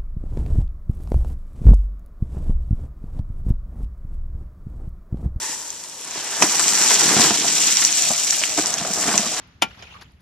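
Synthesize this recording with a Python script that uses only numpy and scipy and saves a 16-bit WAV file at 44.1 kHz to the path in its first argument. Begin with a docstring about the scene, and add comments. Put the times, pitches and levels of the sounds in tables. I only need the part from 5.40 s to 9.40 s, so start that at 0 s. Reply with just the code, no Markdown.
"""A cardboard box scuffs and slides over a plastic bin, then tips: egg-carton pieces and roaches pour out.
Countless tiny contacts of legs, fibres and carton make a bright rustle, a crinkle, a papery scrape
and a low tumbling; single snaps, knocks and thumps stand out. The emptying box is handled and shaken.
Two close microphone ports each ring at their own treble pitch."""
import sys
import numpy as np
from scipy import signal
from scipy.fft import rfft, irfft
from scipy.io import wavfile
from scipy.ndimage import uniform_filter1d

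SR = 44100
rng = np.random.default_rng(int(sys.argv[2]) if len(sys.argv) > 2 else 0)


def put_to_file(sound):
    """Save the sound as 16-bit audio at rate SR, in the file named by the first command-line argument."""
    columns = np.atleast_2d(sound).T  # one column per channel
    safe = np.clip(columns, -1, 1)
    whole_steps = np.round(safe * 32767)
    wavfile.write(sys.argv[1], SR, whole_steps.astype(np.int16))


N = 176400  # 4 s

# Contact-stream envelopes (time [s], relative level [dB])
RUSTLE_ENVELOPE_DB = [(0.0, -33.5), (0.13, -29), (0.16, -32), (0.52, -40.5), (0.74, -37.5), (0.99, -27),
                      (1.04, -19.5), (1.08, -21), (1.52, -16), (1.76, -19.5), (1.84, -15.5), (1.92, -23),
                      (2.32, -17.5), (2.36, -21), (2.46, -16), (2.48, -24.5), (2.6, -18), (2.76, -22),
                      (2.92, -20.5), (3.16, -26.5), (3.19, -19.5), (3.24, -27.5), (3.28, -24), (3.36, -32),
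                      (3.52, -26), (3.56, -23), (3.77, -24.5), (4.0, -29.5)]
CRINKLE_ENVELOPE_DB = [(0.0, -38.5), (0.2, -42.5), (0.52, -45), (0.74, -36.5), (0.77, -33), (0.92, -34.5),
                       (1.04, -29.5), (1.56, -22.0), (1.76, -24), (1.8, -19), (2.04, -27), (2.32, -22.5),
                       (2.4, -26.5), (2.68, -25), (2.72, -29.0), (3.04, -28), (3.12, -31.5), (3.2, -30),
                       (3.52, -35.0), (3.68, -29), (4.0, -30)]
SCRAPE_ENVELOPE_DB = [(0.7, -40.5), (0.99, -31), (1.04, -24), (1.08, -29), (1.2, -31), (1.36, -28),
                      (1.52, -23), (1.56, -25.5), (1.84, -22), (1.96, -32), (2.44, -35), (2.56, -40.5),
                      (3.16, -39.5), (3.19, -28.5), (3.24, -33.5), (3.52, -37.5), (3.68, -26.5),
                      (3.92, -40.5), (4.0, -28.5)]
TUMBLE_ENVELOPE_DB = [(0.72, -48), (0.98, -49), (1.01, -26), (1.1, -36), (1.59, -33.5), (1.63, -25.5),
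                      (1.79, -23.5), (1.95, -30.5), (2.55, -41), (3.15, -46), (3.19, -27.5), (3.24, -36.5),
                      (3.56, -37.5), (3.69, -26), (4.0, -46.5)]
SLIDE_ENVELOPE_DB = [(0.0, -37.5), (0.13, -44.5), (0.16, -42.5), (0.33, -49), (0.4, -49), (0.8, -46.5)]
RUB_ENVELOPE_DB = [(2.4, -53), (2.68, -34.5), (2.83, -48.5), (3.15, -39), (3.37, -38), (4.0, -36.5)]

# Contact spectra (frequency [Hz], gain [dB])
RUSTLE_SPECTRUM_DB = [(300, -77), (1200, -8.5), (2500, -31), (4000, -4.5), (5000, -0.5), (7500, 3.5),
                      (10000, -3), (14000, 2.5)]
CRINKLE_SPECTRUM_DB = [(300, -46), (1400, -8.5), (2300, 0.5), (3200, 2), (4300, 1), (6000, -4.5),
                       (14000, -20.5)]
SCRAPE_SPECTRUM_DB = [(150, -25), (400, -1), (550, -7.5), (800, 1.5), (1300, -2.5), (1900, -1), (2800, -10),
                      (6000, -13), (14000, -11.5)]
TUMBLE_SPECTRUM_DB = [(25, -39), (90, -22.5), (165, 0.5), (215, 1), (255, -4), (305, 1.5), (380, -10),
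                      (460, -1.5), (540, -15.5), (700, -14.5), (1500, -41), (6000, -66)]
PANEL_SPECTRUM_DB = [(100, -43), (350, -17), (540, -15.5), (690, 4.5), (850, -3), (1250, -5.5), (2200, -14),
                     (5000, -14), (14000, -50)]
CRACK_SPECTRUM_DB = [(100, -25), (300, 1), (750, 3), (1400, 1), (2400, 3.5), (3000, -1.5), (3600, -11),
                     (6100, -2), (8000, -14), (14000, -15)]
SLIDE_SPECTRUM_DB = [(200, -15.5), (450, -3.5), (700, -14.5), (920, 3.5), (1200, -7), (1830, -3),
                     (2250, -15), (14000, -6.5)]
RUB_SPECTRUM_DB = [(30, -13), (80, -8.5), (190, -6.5), (400, -5), (560, -4), (680, 9), (780, 2.5),
                   (900, -12), (1200, -3), (1800, -20), (8000, -50)]
SCUFF_SPECTRUM_DB = [(150, -20), (450, -7), (720, -10), (920, 9), (1300, -14), (1650, -9), (1830, 8),
                     (2100, -3.5), (14000, -5.5)]

# Pitched impact spectra (frequency / pitch [ratio], gain [dB])
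SNAP_SHAPE_DB = [(.25, -21.5), (.6, -4.5), (.85, -4), (1, 4.5), (1.2, -1.5), (2, -25)]
KNOCK_SHAPE_DB = [(.12, -22), (.5, -10.5), (1, -1), (1.4, -6.5), (2.5, -8.5), (5, -29)]
THUMP_SHAPE_DB = [(.12, -36), (.35, -16), (.6, -7), (.85, 1.5), (1, 7), (1.3, -7.5), (2, -10), (30, -80)]

# Sharp impacts (time [s], relative level [dB], pitch [Hz])
SNAP_EVENTS = [(0.3034, -18, 6100), (0.438, -22, 8150), (0.4973, -23.5, 8050), (0.6125, -22, 9000),
               (0.646, -21.5, 7600), (0.7098, -21.5, 7050), (0.8435, -19, 9000), (0.9135, -17, 9500),
               (1.0023, -19, 7000), (1.1953, -4, 7600), (1.2006, -12, 8100), (1.2807, -5, 7400),
               (1.3525, -14, 7750), (1.4853, -7.5, 7400), (1.543, -9, 7400), (1.81, -10, 6740),
               (2.217, -10, 7360), (2.2713, -8, 6050), (2.3695, -4, 5900), (2.4495, 1.5, 5800),
               (2.526, -8, 6800), (2.5732, -14, 6800), (2.6224, -9.5, 6800), (2.7154, -12, 6500),
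               (2.7658, -18, 6800), (2.876, -19, 6500), (2.907, -4, 6100), (3.0373, 0, 2760),
               (3.175, -14, 6200), (3.2588, -9.5, 5700), (3.269, -10, 7450), (3.306, -14, 7450),
               (3.34, -8.5, 6440), (3.537, -15, 5600), (3.756, -11, 6940), (3.778, -1.5, 6300)]
KNOCK_EVENTS = [(1.1938, -15.5, 1530), (1.6896, -15, 1870), (1.843, -14.5, 970), (2.0814, -15, 2730),
                (2.4208, -14.5, 1940), (2.9244, -21.5, 1780), (3.382, -21.5, 2930), (3.638, -21, 1900),
                (3.687, -19, 1250), (3.7405, -21, 1200), (3.778, -16.5, 2640)]
# Dull blows (time [s], relative level [dB], pitch [Hz], relative panel level [dB])
THUMP_EVENTS = [(0.088, -36.5, 315, -45), (0.755, -31, 420, -33), (0.772, -36, 200, -44),
                (1.028, -17.5, 312, -29), (1.765, -14.5, 208, -20), (1.796, -14.5, 223, -21),
                (1.838, -20.5, 380, -40), (1.906, -19.5, 220, -19.5), (2.044, -27, 263, -25.5),
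                (2.702, -25, 219, -38), (2.705, -19.5, 725, -41), (3.014, -27.5, 650, -44),
                (3.176, -20.5, 312, -21.5), (3.186, -23, 293, -24.5), (3.41, -26, 189, -31),
                (3.449, -24, 710, -27), (3.503, -23.5, 201, -33), (3.584, -35, 670, -30),
                (3.678, -22, 272, -24), (3.74, -20, 199, -23.5), (3.792, -21, 214, -28.5),
                (3.862, -25, 247, -29.5)]
# First landing and bounce (time [s], level [dB])
CRACK_EVENTS = [(1.0225, -8), (1.0285, -16)]
# Box on rim (time [s], length [s], level [dB])
SCUFF_EVENTS = [(0.01, 0.14, -32), (0.762, 0.026, -44), (0.962, 0.018, -30)]

# Room air spectrum (frequency [Hz], gain [dB])
AIR_SPECTRUM_DB = [(25, -34), (80, -8), (200, -5), (600, -4.5), (3000, -18), (14000, -13)]
# Microphone port responses (frequency [Hz], gain [dB])
LEFT_PORT_DB = [(100, -1.5), (4000, 0), (5000, 2.5), (6500, 7), (7000, 12.5), (7400, 12.5), (8000, 8.5),
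                (10000, 2.5), (12000, -5), (14000, -10.5)]
RIGHT_PORT_DB = [(100, 0.5), (3000, .5), (4500, 2.5), (5500, 9.5), (5900, 13), (6500, 8.5), (7400, -4),
                 (8200, -5.5), (9000, -3), (11000, -14), (14000, -32.5)]
# Left-right likeness (frequency [Hz], correlation [0..1])
PORT_CORRELATION = [(60, 0.91), (250, 1), (700, 0.98), (1300, 0.93), (2400, 0.97), (4400, 0.53),
                    (8000, 0.027), (14000, .05)]


def spill():
    """Legs and fibres rustle and tick, cartons crinkle and scrape, pieces tumble into the bin."""
    rustle = grains(RUSTLE_ENVELOPE_DB, RUSTLE_SPECTRUM_DB, per_s=2200, spread_db=2.2,
                    clump_db=1.7, clump_hz=45, decay_s=0.0008, bin_db=-9, bin_s=0.007)
    ticks = grains(RUSTLE_ENVELOPE_DB, RUSTLE_SPECTRUM_DB, per_s=90, spread_db=2,
                   clump_db=1.5, clump_hz=20, decay_s=0.0006, bin_db=-18, bin_s=0.004)
    crinkle = grains(CRINKLE_ENVELOPE_DB, CRINKLE_SPECTRUM_DB, per_s=1300, spread_db=1.6,
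                     clump_db=2, clump_hz=44, decay_s=0.0009, bin_db=-8, bin_s=0.0077)
    scrape = grains(SCRAPE_ENVELOPE_DB, SCRAPE_SPECTRUM_DB, per_s=1600, spread_db=1.74,
                    clump_db=2.5, clump_hz=34.4, decay_s=0.0021, bin_db=-8, bin_s=0.014)
    tumble = grains(TUMBLE_ENVELOPE_DB, TUMBLE_SPECTRUM_DB, per_s=400, spread_db=2,
                    clump_db=0.5, clump_hz=17, decay_s=0.0068, bin_db=-10, bin_s=0.015)
    return amp(-3.5) * (rustle + 0.5 * ticks) + amp(-0.84) * crinkle + amp(1) * scrape + amp(-4) * tumble


def snaps():
    """Paper edges and shells snap on plastic."""
    out = np.zeros((2, N))
    for time_s, db, pitch_hz in SNAP_EVENTS:
        spectrum = np.multiply(SNAP_SHAPE_DB, [pitch_hz, 1])
        add(out, time_s, amp(db - 15.5) * impact(spectrum, decay_s=0.0013, bin_db=-14, bin_s=0.005))
    return out


def knocks():
    """Stiff carton pieces knock."""
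    out = np.zeros((2, N))
    for time_s, db, pitch_hz in KNOCK_EVENTS:
        spectrum = np.multiply(KNOCK_SHAPE_DB, [pitch_hz, 1])
        add(out, time_s, amp(db - 5) * impact(spectrum, decay_s=0.0098, bin_db=2, bin_s=0.01))
    return out


def thumps():
    """Dull blows on box and bin: a pitched body plus a panel ring."""
    out = np.zeros((2, N))
    for time_s, db, pitch_hz, panel_db in THUMP_EVENTS:
        spectrum = np.multiply(THUMP_SHAPE_DB, [pitch_hz, 1])
        body = impact(spectrum, decay_s=0.01, bin_db=-28, bin_s=0.012)
        panel = impact(PANEL_SPECTRUM_DB, decay_s=0.0098, bin_db=-6, bin_s=0.012)
        add(out, time_s, amp(db - 3.5) * body + amp(panel_db + 0.5) * panel)
    return out


def crack():
    """The first piece cracks against the bin and bounces."""
    out = np.zeros((2, N))
    for time_s, db in CRACK_EVENTS:
        add(out, time_s, amp(db) * impact(CRACK_SPECTRUM_DB, decay_s=0.0056, bin_db=-27, bin_s=0.0095))
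    return out


def box_friction():
    """The box slides with a nasal rasp, later rubs hollowly in the hands."""
    slide = grains(SLIDE_ENVELOPE_DB, SLIDE_SPECTRUM_DB, per_s=2000, spread_db=2.5,
                   clump_db=3, clump_hz=30, decay_s=0.00063, bin_db=-20, bin_s=0.0068)
    rub = grains(RUB_ENVELOPE_DB, RUB_SPECTRUM_DB, per_s=600, spread_db=3,
                 clump_db=4.5, clump_hz=22, decay_s=0.002, bin_db=-18, bin_s=0.007)
    return amp(7.5) * slide + amp(0.5) * rub


def scuffs(attack_s=0.002, release_s=0.01):
    """Dense stick-slip of a cardboard edge on the plastic rim."""
    t = np.arange(N) / SR
    gate = np.zeros(N)
    for start_s, length_s, db in SCUFF_EVENTS:
        ramps = np.minimum((t - start_s) / attack_s, (start_s + length_s - t) / release_s)
        gate += amp(db) * np.clip(ramps, 0, 1)
    slips = rng.standard_normal((2, N)) * rng.exponential(1, N)
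    return gate * unit(colour(slips, SCUFF_SPECTRUM_DB))


def room(x, tail_db=-12.5, t60_s=0.12, build_s=0.008, air_db=-44):
    """Adds a small room's short tail and steady air."""
    t = np.arange(16384) / SR
    tail = rng.standard_normal((2, t.size)) * amp(-60 * t / t60_s) * (1 - np.exp(-t / build_s))
    tail /= np.linalg.norm(tail, axis=1, keepdims=True)
    air = unit(colour(rng.standard_normal((2, N)), AIR_SPECTRUM_DB))
    return x + amp(tail_db) * signal.oaconvolve(x, tail, axes=1)[:, :N] + amp(air_db) * air


def contact(decay_s, bin_db, bin_s):
    """One stereo contact: a short crush plus reflections between the bin walls."""
    t = np.arange(4096) / SR
    crush = np.exp(-(t / decay_s) ** 2)
    reflections = amp(bin_db) * np.exp(-t / bin_s)
    return rng.choice([-1., 1.], (2, t.size)) * (crush + reflections)


def grains(envelope, spectrum, per_s, spread_db, clump_db, clump_hz, decay_s, bin_db, bin_s, places=24):
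    """Clumped random contacts along an envelope; each place has its own ring."""
    t = np.arange(N) / SR
    fires = rng.random(N) < per_s / SR
    strength = np.minimum(rng.exponential(1, N), 4)
    place = rng.integers(0, places, N)
    rolloff = 1 + (np.fft.rfftfreq(N, 1 / SR) / clump_hz) ** 4
    clumps = unit(irfft(rfft(rng.standard_normal(N)) / rolloff, N))
    clicks = fires * amp(spread_db * strength + clump_db * np.tanh(clumps / 2) * 2)
    clicks /= np.sqrt(abs(uniform_filter1d(clicks ** 2, size=4000)) + 1e-9)  # rms 1 over 90 ms
    time_s, db = np.transpose(envelope)
    fade = np.clip(1 + np.minimum(t - time_s[0], time_s[-1] - t) * 10, 0, 1)  # 0.1 s past each end
    clicks *= amp(np.interp(t, time_s, db)) * fade
    out = np.zeros((2, N))
    for k in range(places):
        ring = colour(contact(decay_s, bin_db, bin_s), spectrum)
        ring /= np.linalg.norm(ring, axis=1, keepdims=True)
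        local_clicks = clicks * (place == k) * rng.choice([-1, 1], N)
        out += signal.oaconvolve(local_clicks[None], ring, axes=1)[:, :N]
    return out


def impact(spectrum, decay_s, bin_db, bin_s):
    """One coloured contact, rms 1 over its loudest 6 ms."""
    x = colour(contact(decay_s, bin_db, bin_s), spectrum)
    power = uniform_filter1d(x ** 2, 256, axis=1, mode="constant")
    return x / np.sqrt(power.max(1, keepdims=True))


def colour(x, spectrum, size=4096):
    """Minimum-phase filter from a spectrum table."""
    log_gain = np.log(amp(lookup(spectrum, abs(np.fft.fftfreq(size, 1 / SR)))))
    response = np.exp(np.conj(signal.hilbert(log_gain)))
    taps = np.fft.ifft(response).real[:size // 2]
    return signal.oaconvolve(x, taps[None], axes=1)[:, :x.shape[1]]


def lookup(table, hz):
    """Log-frequency interpolation."""
    table_hz, value = np.transpose(table)
    return np.interp(np.log(hz + 1), np.log(table_hz + 1), value)


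def amp(db):
    """dB to gain."""
    return 10 ** (np.asarray(db) / 20)


def unit(x):
    """Scales to rms 1."""
    return x / np.sqrt(np.mean(x ** 2) + 1e-20)


def add(mix, time_s, sound):
    """Mixes in a stereo sound."""
    part = mix[:, max(round(time_s * SR), 0):][:, :sound.shape[1]]
    part += sound[:, :part.shape[1]]


def scene():
    """All sources in the room; the ports share bass, differ in treble."""
    sources = spill() + box_friction() + snaps() + knocks() + thumps() + crack() + scuffs()
    left, independent = rfft(room(sources))
    correlation = np.clip(lookup(PORT_CORRELATION, np.fft.rfftfreq(N, 1 / SR)), 0, 1)
    right = correlation * left + np.sqrt(1 - correlation ** 2) * independent
    return irfft(np.array([left, right]), N)


def record(dry, cutoff_hz=14400):
    """Port resonances, clipping at full scale, band limit."""
    ports = np.vstack([colour(dry[:1], LEFT_PORT_DB), colour(dry[1:], RIGHT_PORT_DB)])
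    lowpass = signal.firwin(511, cutoff_hz, window=("kaiser", 9), fs=SR)
    return signal.oaconvolve(np.clip(ports, -1, 1), lowpass[None], "same", axes=1)


dry = scene()
out = record(dry)
put_to_file(out)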